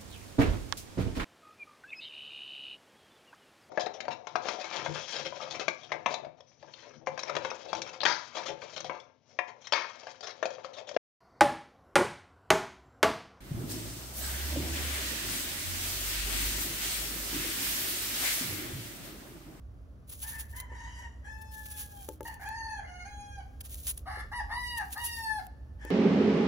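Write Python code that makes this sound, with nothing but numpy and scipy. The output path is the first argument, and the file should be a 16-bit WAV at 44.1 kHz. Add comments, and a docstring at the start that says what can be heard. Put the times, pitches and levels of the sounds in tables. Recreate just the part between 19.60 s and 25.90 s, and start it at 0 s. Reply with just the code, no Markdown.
"""At an outdoor table in the country, an onion is sliced in the hand, close by, over a plate.
The blade rasps and crunches through the layers as bursts of cell clicks and wet noise, and pieces
knock on the plate, whose modes ring briefly. Three roosters crow in turn, each nearer than the last,
and the farthest starts again: a buzz of overtones through a throat, with scattered echoes.
Filtered noise makes the low rumble, the breeze on the microphone and the hush under it all."""
import sys
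import numpy as np
from scipy import signal
from scipy.fft import rfft, irfft, next_fast_len
from scipy.io import wavfile
from scipy.ndimage import uniform_filter1d

SR = 44100
rng = np.random.default_rng(int(sys.argv[2]) if len(sys.argv) > 2 else 0)


def unload_wav(signal):
    """Save mono or channel-first audio to the path in sys.argv[1] as 16-bit WAV at rate SR, clipped to [-1, 1]."""
    wavfile.write(
        sys.argv[1],
        SR,
        np.round(np.clip(np.atleast_2d(signal).T, -1, 1) * 32767).astype(np.int16),
    )


N = 278006
TIME = np.arange(N) / SR
CUTOFF_HZ = 15900   # top of the finished sound, and of the overtones of a crow


def from_db(db):
    """Decibels to gain."""
    return 10 ** (np.asarray(db) / 20)


def rms_one(x):
    """Scale to unit power."""
    return x / np.sqrt(np.mean(x ** 2) + 1e-20)


def level_at(rows, t=TIME):
    """Read a level curve at the times t."""
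    moments, level_db = np.transpose(rows)
    return np.interp(t, moments, level_db)


def at_hz(points, hz):
    """Read a spectrum on a log-frequency axis."""
    f, value = np.transpose(points)
    return np.interp(np.log(hz + 0.0026), np.log(f), value)   # the offset avoids log(0)


def shaped(x, gain_at):
    """Filter by a gain that is a function of frequency."""
    length = x.shape[-1]
    size = next_fast_len(length + 2048)
    hz = np.arange(size // 2 + 1) * SR / size
    return irfft(rfft(x, size) * gain_at(hz), size)[..., :length]


def drift(rate_hz, size=N):
    """Random wander of spread one, fading out above rate_hz."""
    return rms_one(shaped(rng.standard_normal(size), lambda f: 1 / (1 + (f / rate_hz) ** 2)))


def evened(x, span_s):
    """Hold the running level at one."""
    return x / np.sqrt(np.abs(uniform_filter1d(x ** 2, int(span_s * SR))) + 1e-12)


def resonance(x, hz, width_hz):
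    """Two-pole resonance with unit gain on top."""
    r = np.exp(-np.pi * width_hz / SR)
    zeros = np.array([1, 0, -1]) * (1 - r * r) / 2
    poles = [1, -2 * r * np.cos(2 * np.pi * hz / SR), r * r]
    return signal.lfilter(zeros, poles, x + 1e-18)


def panned(x, pan_db):
    """Left louder than right by pan_db."""
    return x * from_db(np.array([[.5], [-.5]]) * pan_db)


def bump(t, s, half):
    """A bell of height one around the moment s."""
    return np.exp(-.5 * ((t - s) / half) ** 2)


def held(start, length, attack, release):
    """The samples of an event, its progress from -.5 to .5, and its attack-hold-release envelope."""
    on = (TIME >= start) & (TIME < start + length)
    age = TIME[on] - start
    envelope = np.clip(np.minimum(age / attack, (length - age) / release), 0, 1)
    return on, age / length - .5, envelope


def rumble():
    """A low hum: noise through two equal narrow resonances, its level unsteady."""
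    # slow level curve: (time [s], level [dB])
    rumble_levels = [(0, -45), (.45, -53.5), (.9, -44.5), (1.7, -46), (2.2, -51), (3.2, -50.5),
                     (4.2, -45.5), (4.8, -45), (5.7, -51.5), (6.3, -43)]
    hum = rng.standard_normal(N)
    for _ in range(2):
        hum = resonance(hum, hz=61.9, width_hz=18.8)
    throb_db = 0.75 * drift(rate_hz=13)
    return from_db(level_at(rumble_levels) + throb_db) * evened(hum, span_s=0.15)


def breeze():
    """A light breeze on the microphone: low noise that swells in gusts."""
    # gusts added to the steady breeze: (time of the middle [s], half length [s], level [dB])
    gusts = [(3.0, 0.14, -59), (4.052, 0.5, -56), (4.817, 0.11, -51.5)]
    colour = [(8, -1), (25, -30), (44, 20.5), (70, -15), (200, -38.5)]   # (frequency [Hz], level [dB])
    eddies = rms_one(shaped(rng.standard_normal(N), lambda f: from_db(at_hz(colour, f))))
    strength = from_db(-64.5) + sum(from_db(db) * bump(TIME, s, half) for s, half, db in gusts)
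    return strength * eddies


def country_air():
    """The hush of open country: stereo noise whose left-right likeness depends on frequency."""
    # relative spectrum of the hush: (frequency [Hz], level [dB])
    air_spectrum = [(47, -38), (80, -5), (98, -6), (125, -9), (160, -16.5), (289, -17), (331, -24.5),
                    (615, -25.5), (937, -36.5), (1120, -32.5), (1560, -37.5), (1700, -40), (2040, -45),
                    (16000, -58.5)]
    # likeness of the two channels: (frequency [Hz], correlation [0-1])
    air_likeness = [(60, 0.41), (140, 1), (250, 0.42), (500, 0.68), (1000, 0), (16000, 0)]
    mid, side = rng.standard_normal((2, N))
    mid = shaped(mid, lambda f: from_db(at_hz(air_spectrum, f)) * np.sqrt(1 + np.clip(at_hz(air_likeness, f), -1, 1)))
    side = shaped(side, lambda f: from_db(at_hz(air_spectrum, f)) * np.sqrt(1 - np.clip(at_hz(air_likeness, f), -1, 1)))
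    return from_db(-55) * rms_one(np.array([mid + side, mid - side]))


def background():
    """Rumble and breeze a little to the right, in the wide hush."""
    return panned(rumble() + breeze(), pan_db=-1.6) + country_air()


def outdoors(x, wet_db, t60, far_db, lag_ms, pan_db, dull_hz=3000):
    """Ground and sheds scatter a short dull tail; the trees add a fainter, longer one."""
    t = TIME[:SR]
    fading = from_db(-60 * t / t60) + from_db(far_db - 60 * t / 1.55)
    sparse = rng.random((2, SR)) < .05
    scatter = rng.standard_normal((2, SR)) * sparse * fading * (t > .004)
    scatter /= np.sqrt(np.sum(scatter ** 2, axis=1, keepdims=True))
    echoes = signal.fftconvolve(x[None], scatter, axes=1)[:, :N]
    tail = shaped(echoes, lambda f: 1 / np.hypot(1, f / dull_hz))
    delay_s = lag_ms / 1000 * np.array([[0], [1]])   # right behind left
    direct = shaped(x, lambda f: np.exp(-2j * np.pi * f * delay_s))
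    return panned(direct + from_db(wet_db) * tail, pan_db) / np.hypot(1, from_db(wet_db))


def crow(notes, throat, scoop, jitter, flutter, shake_hz, hiss, waver_db=4.5):
    """The syrinx buzzes through the throat; slack at a note's ends, it runs flat, rough and breathy."""
    # moments when the beak works during a note and the balance of the bands shifts: (time of the # middle [s],
    # half length [s], first resonance [dB], second resonance [dB], overtones [dB])
    balance_shifts = [(0.741, 0.02, 5, 10.5, 4), (1.331, 0.021, -9, -9.5, 7),
                      (1.865, 0.034, -2.5, -14, 13.5), (1.976, 0.033, 3, 7.5, -2), (2.14, 0.019, -2, 5, 10),
                      (3.6, 0.019, 4.5, -9, 0.5), (3.742, 0.018, -12, 4.5, 1.5), (3.791, 0.011, 9, -5, -6),
                      (5.097, .03, -19, -4.5, 8.5), (5.54, 0.026, -21, -6, 19.5),
                      (5.638, 0.0089, 3, -22, 7), (5.685, .03, 3.5, 10, -4)]
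    out = np.zeros(N)
    for (start, length, hz, glide, arch, scoop_s, drop_s, db, swell_db,
         bright_db, brighten_db, shrill_db, held_rough) in notes:
        on, progress, envelope = held(start, length, attack=0.33 * scoop_s, release=.02)
        t = TIME[on]
        scooping = np.clip(1 - (t - start) / scoop_s, 0, 1)
        dropping = np.clip(1 - (start + length - t) / drop_s, 0, 1)
        slack = np.maximum(scooping, dropping)
        pitch = (hz + glide * progress - arch * (2 * progress) ** 2) * (1 - scoop * slack ** 2)
        slack_rough = np.maximum(0.781 * scooping * (2 - scooping), 0.71 * dropping)
        rough = np.clip(slack_rough, held_rough, 1)

        # slackness lifts the lowest band and dulls the overtones
        shift_first, shift_second, shift_top = sum(np.outer(shifts, bump(t, s, half))
                                                   for s, half, *shifts in balance_shifts)
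        level_db = db + swell_db * progress
        first_gain = from_db(level_db + 2 * slack + shift_first)
        second_gain = from_db(level_db + bright_db + brighten_db * progress + shift_second)
        top_gain = from_db(shrill_db - 7 * slack + shift_top)

        # uneven cycles
        uneven_pitch = pitch * (1 + jitter * rough * drift(shake_hz, size=len(t)))
        phase = 2 * np.pi * np.cumsum(uneven_pitch) / SR
        buzz = np.zeros(len(t))
        for k in range(1, 23):
            # from the third harmonic up, each wavers by itself as the head moves
            waver = from_db(waver_db * (k > 2) * drift(22, size=len(t)))
            buzz += np.cos(k * phase + k * k) * (k * pitch < CUTOFF_HZ) * waver
        buzz = rms_one(buzz) * (1 + flutter * rough * drift(shake_hz, size=len(t)))
        # air noise pulses with the cycles
        air = hiss * rough ** 3 * rng.standard_normal(len(t)) * (1 + np.cos(phase))

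        voice = shaped(buzz + air, lambda f: from_db(at_hz(throat, f)) / np.hypot(1, (450 / (f + 1)) ** 4))
        first = shaped(voice, lambda f: 1 / (1 + (f / 1300) ** 12))
        top = shaped(voice, lambda f: 1 - 1 / (1 + (f / 2400) ** 16))
        second = voice - first - top
        body = first_gain * evened(first, 0.093) + second_gain * evened(second, 0.083)
        # the overtones grow with the effort of the call
        effort = np.hypot(first_gain, second_gain)
        out[on] += envelope * (body + effort * top_gain * top / np.std(voice - top))
    return out


def roosters():
    """Three birds; the farther the bird, the more of its call is scattered sound."""
    # throat colour of each bird: (frequency [Hz], level [dB])
    far_throat = [(450, -71), (750, 7), (950, 9.5), (1300, -5.5), (1850, 4), (2350, -9.5), (2800, -13.5),
                  (3150, 0), (3550, -19), (4700, -16), (5300, -12.5), (7000, -8), (9000, -21), (10800, -16),
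                  (13000, -31), (16000, -29)]
    middle_throat = [(450, -17), (700, 3), (880, 1), (1250, -7.5), (1780, 4), (2300, -5.5), (2700, -21),
                     (2900, -3.5), (3280, -13.5), (3550, -28), (3950, -21), (4400, -4.5), (5200, -20.5),
                     (6500, -8), (7600, -29), (10300, -15.5), (12500, -49.5), (16000, -31)]
    near_throat = [(450, -27), (730, 10), (950, 3), (1190, 9.5), (1450, -8.5), (1750, -1.5), (2120, -2.5),
                   (2480, -30.5), (2850, -3.5), (3250, -20.5), (3750, -11), (4750, -7.5), (6800, -23.5),
                   (8400, -13.5), (10400, -14.5), (16000, -41)]
    # notes of each bird, before scoop, drop and balance shifts; glide and swells run from start to
    # end, and the arch is how far both ends lie below the middle: (start [s], length [s], pitch [Hz],
    # glide [Hz], arch [Hz], scoop time [s], drop time [s], level [dB], swell [dB],
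    # second resonance [dB], its swell [dB], overtones [dB], least roughness [0-1])
    far_notes = [ (0.62, 0.22, 887, -2, 11.5, .03, 0.02, -64, -15, 8, 7, -3.5, 0.86),
                 (0.92, 0.13, 1024, -5, 20, 0.058, 0.061, -57.5, 1, 7, -12, 0.5, 0.71),
                 (1.08, 0.39, 964, 16, 12.7, .09, 0.066, -55.5, -0.5, 5, 3, 5, 0.82),
                 (1.62, 0.82, 862.7, -79, 33, .11, 0.051, -59, 0, 1, -21, 1.5, 0.11),
                 (6.18, 0.167, 871, -1, 15.5, .08, .03, -60.5, 4, 8.5, -1.5, 5, 0.93), ]
    middle_notes = [ (2.652, 0.1, 891.4, -14, -5, 0.006, .02, -48.5, -16.5, 1, 1, -1.2, 0.68),
                    (2.79, 0.43, 901.8, -9, 105, .13, 0.071, -43.5, -1, 1.5, -2.5, -2, 0.305),
                    (3.2, 0.25, 718.9, -2, 0.5, .13, 0.0046, -54, 1.5, 1.5, 9, -0.61, .12),
                    (3.445, 0.38, 819.5, -15, 6, 0.036, 0.084, -50, -4.5, -3, 0, 1, 0.015), ]
    near_notes = [ (4.455, 0.175, 847, 21, 3.5, .07, 0.011, -49, -19.5, 5, 24, -0.5, 0.93),
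                  (4.712, 0.11, 975, -29, -1, 0.046, 0.053, -39.5, 9, 1.5, -6, -3.5, 0.13),
                  (4.885, 0.35, 970.5, -62, 9.5, .1, .095, -38.5, 1, 0.5, 1, -3.5, 0.056),
                  (5.35, 0.46, 913.2, -137, 13.5, 0.067, 0.036, -40.5, 4.5, -2, -8, -1, 0.017), ]
    far = crow(far_notes, far_throat, scoop=.09, jitter=0.0269, flutter=0.76, shake_hz=64, hiss=0.92)
    middle = crow(middle_notes, middle_throat, scoop=.08, jitter=0.0464, flutter=1.0, shake_hz=52.6, hiss=1.0)
    near = crow(near_notes, near_throat, scoop=0.22, jitter=0.0363, flutter=0.4, shake_hz=124, hiss=1.0)
    return (from_db(2.5) * outdoors(far, wet_db=11, t60=0.3, far_db=-21, lag_ms=0.2, pan_db=1.3)
            + from_db(0.5) * outdoors(middle, wet_db=4, t60=0.31, far_db=-21.0, lag_ms=-0.098, pan_db=0.0)
            + from_db(1.0) * outdoors(near, wet_db=1, t60=0.28, far_db=-30.5, lag_ms=-0.1, pan_db=1.0))


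def plate():
    """A soft piece gives the plate a brief push, and the table damps the ring."""
    # pieces landing: (time [s], strength of the push [dB], contact decay time [s])
    drops = [(1.117, -45.5, 0.00062), (2.4874, -37, 0.00018), (2.4915, -75, 0.00045),
             (2.6073, -40.5, 0.000045), (2.619, -69, 0.0012), (4.573, -48.5, 0.00013),
             (4.645, -52.5, 0.00048), (6.2497, -28, 0.0022)]
    # modes of the plate on the wooden table: (frequency [Hz], level [dB], t60 [s])
    plate_modes = [(313, -8.5, 0.34), (384, -4, 0.13), (425, -5, 0.11), (504, -1, 0.11), (572, 0, 0.066),
                   (876, -2, 0.11), (1220, -1.5, 0.014), (1670, -13.5, 0.05), (2070, -17, 0.028)]
    pushes = np.zeros(N)
    for s, db, contact in drops:
        after = (TIME >= s) & (TIME < s + .02)
        pushes[after] += from_db(db) * np.exp(-(TIME[after] - s) / contact) / (contact * SR)
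    t = TIME[:SR // 4]
    ring = sum(from_db(db - 60 * t / t60) * np.sin(2 * np.pi * hz * t) for hz, db, t60 in plate_modes)
    knocks = signal.fftconvolve(pushes, ring)[:N]
    # so small a plate radiates little bass
    bass_cut = signal.butter(2, 260, "high", fs=SR, output="sos")
    return panned(signal.sosfilt(bass_cut, knocks), pan_db=5.0)


def cells(per_s, spread_db, fizz):
    """Onion cells burst as tiny clicks over a wet fizz, a little different at each ear."""
    born = rng.random(N) < per_s / SR
    sizes = from_db(spread_db * np.minimum(rng.exponential(1, N), 4))
    clicks = rms_one(born * sizes * rng.standard_normal((2, N)))
    return clicks + fizz * rng.standard_normal((2, N))


def slicing(slice_db=-5.5, catch_db=2.5, attack_s=.03, t60_s=0.13, thin_hz=2360):
    """The blade slides through the flesh and cells burst in a thin rasp; the edge catches and slips."""
    # strokes, before slice_db: (start [s], length [s], level [dB], swell from start to end [dB])
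    strokes = [(0.467, 0.37, -53.5, 2), (0.871, 0.13, -55.5, 12.5), (1.707, 0.4, -71.5, -7),
               (1.9, 0.64, -55, -1), (2.627, 0.12, -56, -6), (2.79, 0.12, -59, -17), (4.073, 0.24, -50, 5),
               (4.351, 0.047, -54.5, -6.5), (4.984, 0.41, -60, -2), (5.31, 0.17, -52.5, 23),
               (5.502, 0.353, -56, -17)]
    strength = np.zeros(N)
    for start, length, db, swell_db in strokes:
        on = (TIME >= start) & (TIME < start + length + t60_s)
        age = TIME[on] - start
        swell = swell_db * (np.minimum(age / length, 1) - .5)
        fade = 60 * np.maximum(age - length, 0) / t60_s
        stroke = np.minimum(age / attack_s, 1) * from_db(db + swell - fade + slice_db)
        strength[on] = np.hypot(strength[on], stroke)
    strength = strength * from_db(catch_db * drift(30))
    rasp = strength * rms_one(cells(per_s=1400, spread_db=1.0, fizz=0.86))
    return shaped(rasp, lambda f: f / np.hypot(f, thin_hz))


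def crunching(crunch_db=-1.0, skew=0.19):
    """A whole layer gives way in a burst of cells and sets the blade ringing; returns both sounds."""
    # layers, before crunch_db: (time of the middle [s], level [dB], half length [s],
    # ring of the blade against the burst [dB])
    crunches = [(0.499, -54, 0.0043, 1), (0.528, -50, 0.011, -34), (0.633, -44, 0.011, -5),
                (0.697, -46.5, 0.022, -4), (0.804, -45, 0.012, -3), (0.968, -56, 0.0068, 6),
                (1.006, -48, 0.0041, -3), (1.821, -58.5, 0.0055, -4), (2.063, -49.5, 0.0057, -29),
                (2.119, -49.5, 0.011, -2), (2.202, -46.5, 0.027, -6), (2.68, -51, 0.0065, -19),
                (4.011, -46.5, 0.0038, -29), (4.057, -52.5, 0.012, -23), (4.279, -39, 0.0086, -6),
                (4.303, -41, 0.0094, 6.5), (4.378, -48, 0.0021, 6), (5.181, -44, 0.0048, -4),
                (5.332, -43.5, 0.0097, -30), (5.458, -44.5, 0.015, 9)]
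    splitting, ringing = np.zeros((2, N))
    for s, db, half, ring_db in crunches:
        near = np.abs(TIME - s) < 4 * half
        t = TIME[near]
        # a layer splits faster than it settles
        crest = s - skew * half
        burst = from_db(db + crunch_db) * bump(t, crest, half * (1 + skew * np.sign(t - crest)))
        splitting[near] += burst
        ringing[near] += burst * from_db(ring_db)
    grain = rms_one(cells(per_s=8000, spread_db=0.0, fizz=0.77))
    blade = ringing * rms_one(resonance(grain, hz=10200, width_hz=1000))
    return splitting * grain, blade


def snapping(snap_db=-14.0, t60_s=0.01):
    """Single fibres snap in abrupt, quickly dying bursts of noise."""
    # snaps, before snap_db: (time [s], level [dB])
    snaps = [(0.6385, -40), (1.0018, -26), (2.105, -43), (2.489, -23.5), (2.608, -34), (2.6307, -34),
             (2.7425, -34), (2.8894, -30), (4.2694, -20.5), (5.3078, -35), (5.379, -29.5), (5.4448, -27),
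             (5.8676, -36), (6.2506, -31)]
    strength = np.zeros(N)
    for s, db in snaps:
        after = (TIME >= s) & (TIME < s + .04)
        strength[after] += from_db(db + snap_db - 60 * (TIME[after] - s) / t60_s)
    return strength * rng.standard_normal((2, N))


def knife():
    """Slicing, crunches and snaps share the colour of the flesh; the ring of the blade joins them."""
    # colour of the flesh: (frequency [Hz], level [dB])
    flesh_colour = [(300, -27), (1000, -8.5), (2000, -8), (3400, -1), (5000, -5.5), (7000, -0.5), (9000, 0),
                    (10700, 3), (12500, -0.5), (15000, 9), (16500, -16)]
    crunch, blade = crunching()
    cracks = slicing() + crunch + snapping()
    flesh = from_db(7.5) * shaped(cracks, lambda f: from_db(at_hz(flesh_colour, f)))
    return panned(flesh + blade, pan_db=-0.94)


def scene():
    """Roosters and rumble beyond, plate and knife in front."""
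    return background() + roosters() + plate() + knife()


def record(dry):
    """In the treble both channels carry nearly the same sound, the left a little later; the top is cut."""
    left, right = dry
    own_share = 0.17   # part of the treble, in amplitude, that stays the left channel's own
    lag_s, shared_hz = 0.1788e-3, 5730

    def common(f):
        """Share of the power, rising around shared_hz, that both channels share."""
        return (1 - own_share ** 2) / (1 + (shared_hz / (f + 1)) ** 8)

    own = shaped(left, lambda f: np.sqrt(1 - common(f)))
    shared = shaped(right, lambda f: np.exp(-2j * np.pi * f * lag_s) * np.sqrt(common(f)))
    return shaped(np.array([own + shared, right]), lambda f: 1 / np.hypot(1, (f / CUTOFF_HZ) ** 120))


dry = scene()
out = record(dry)
unload_wav(out)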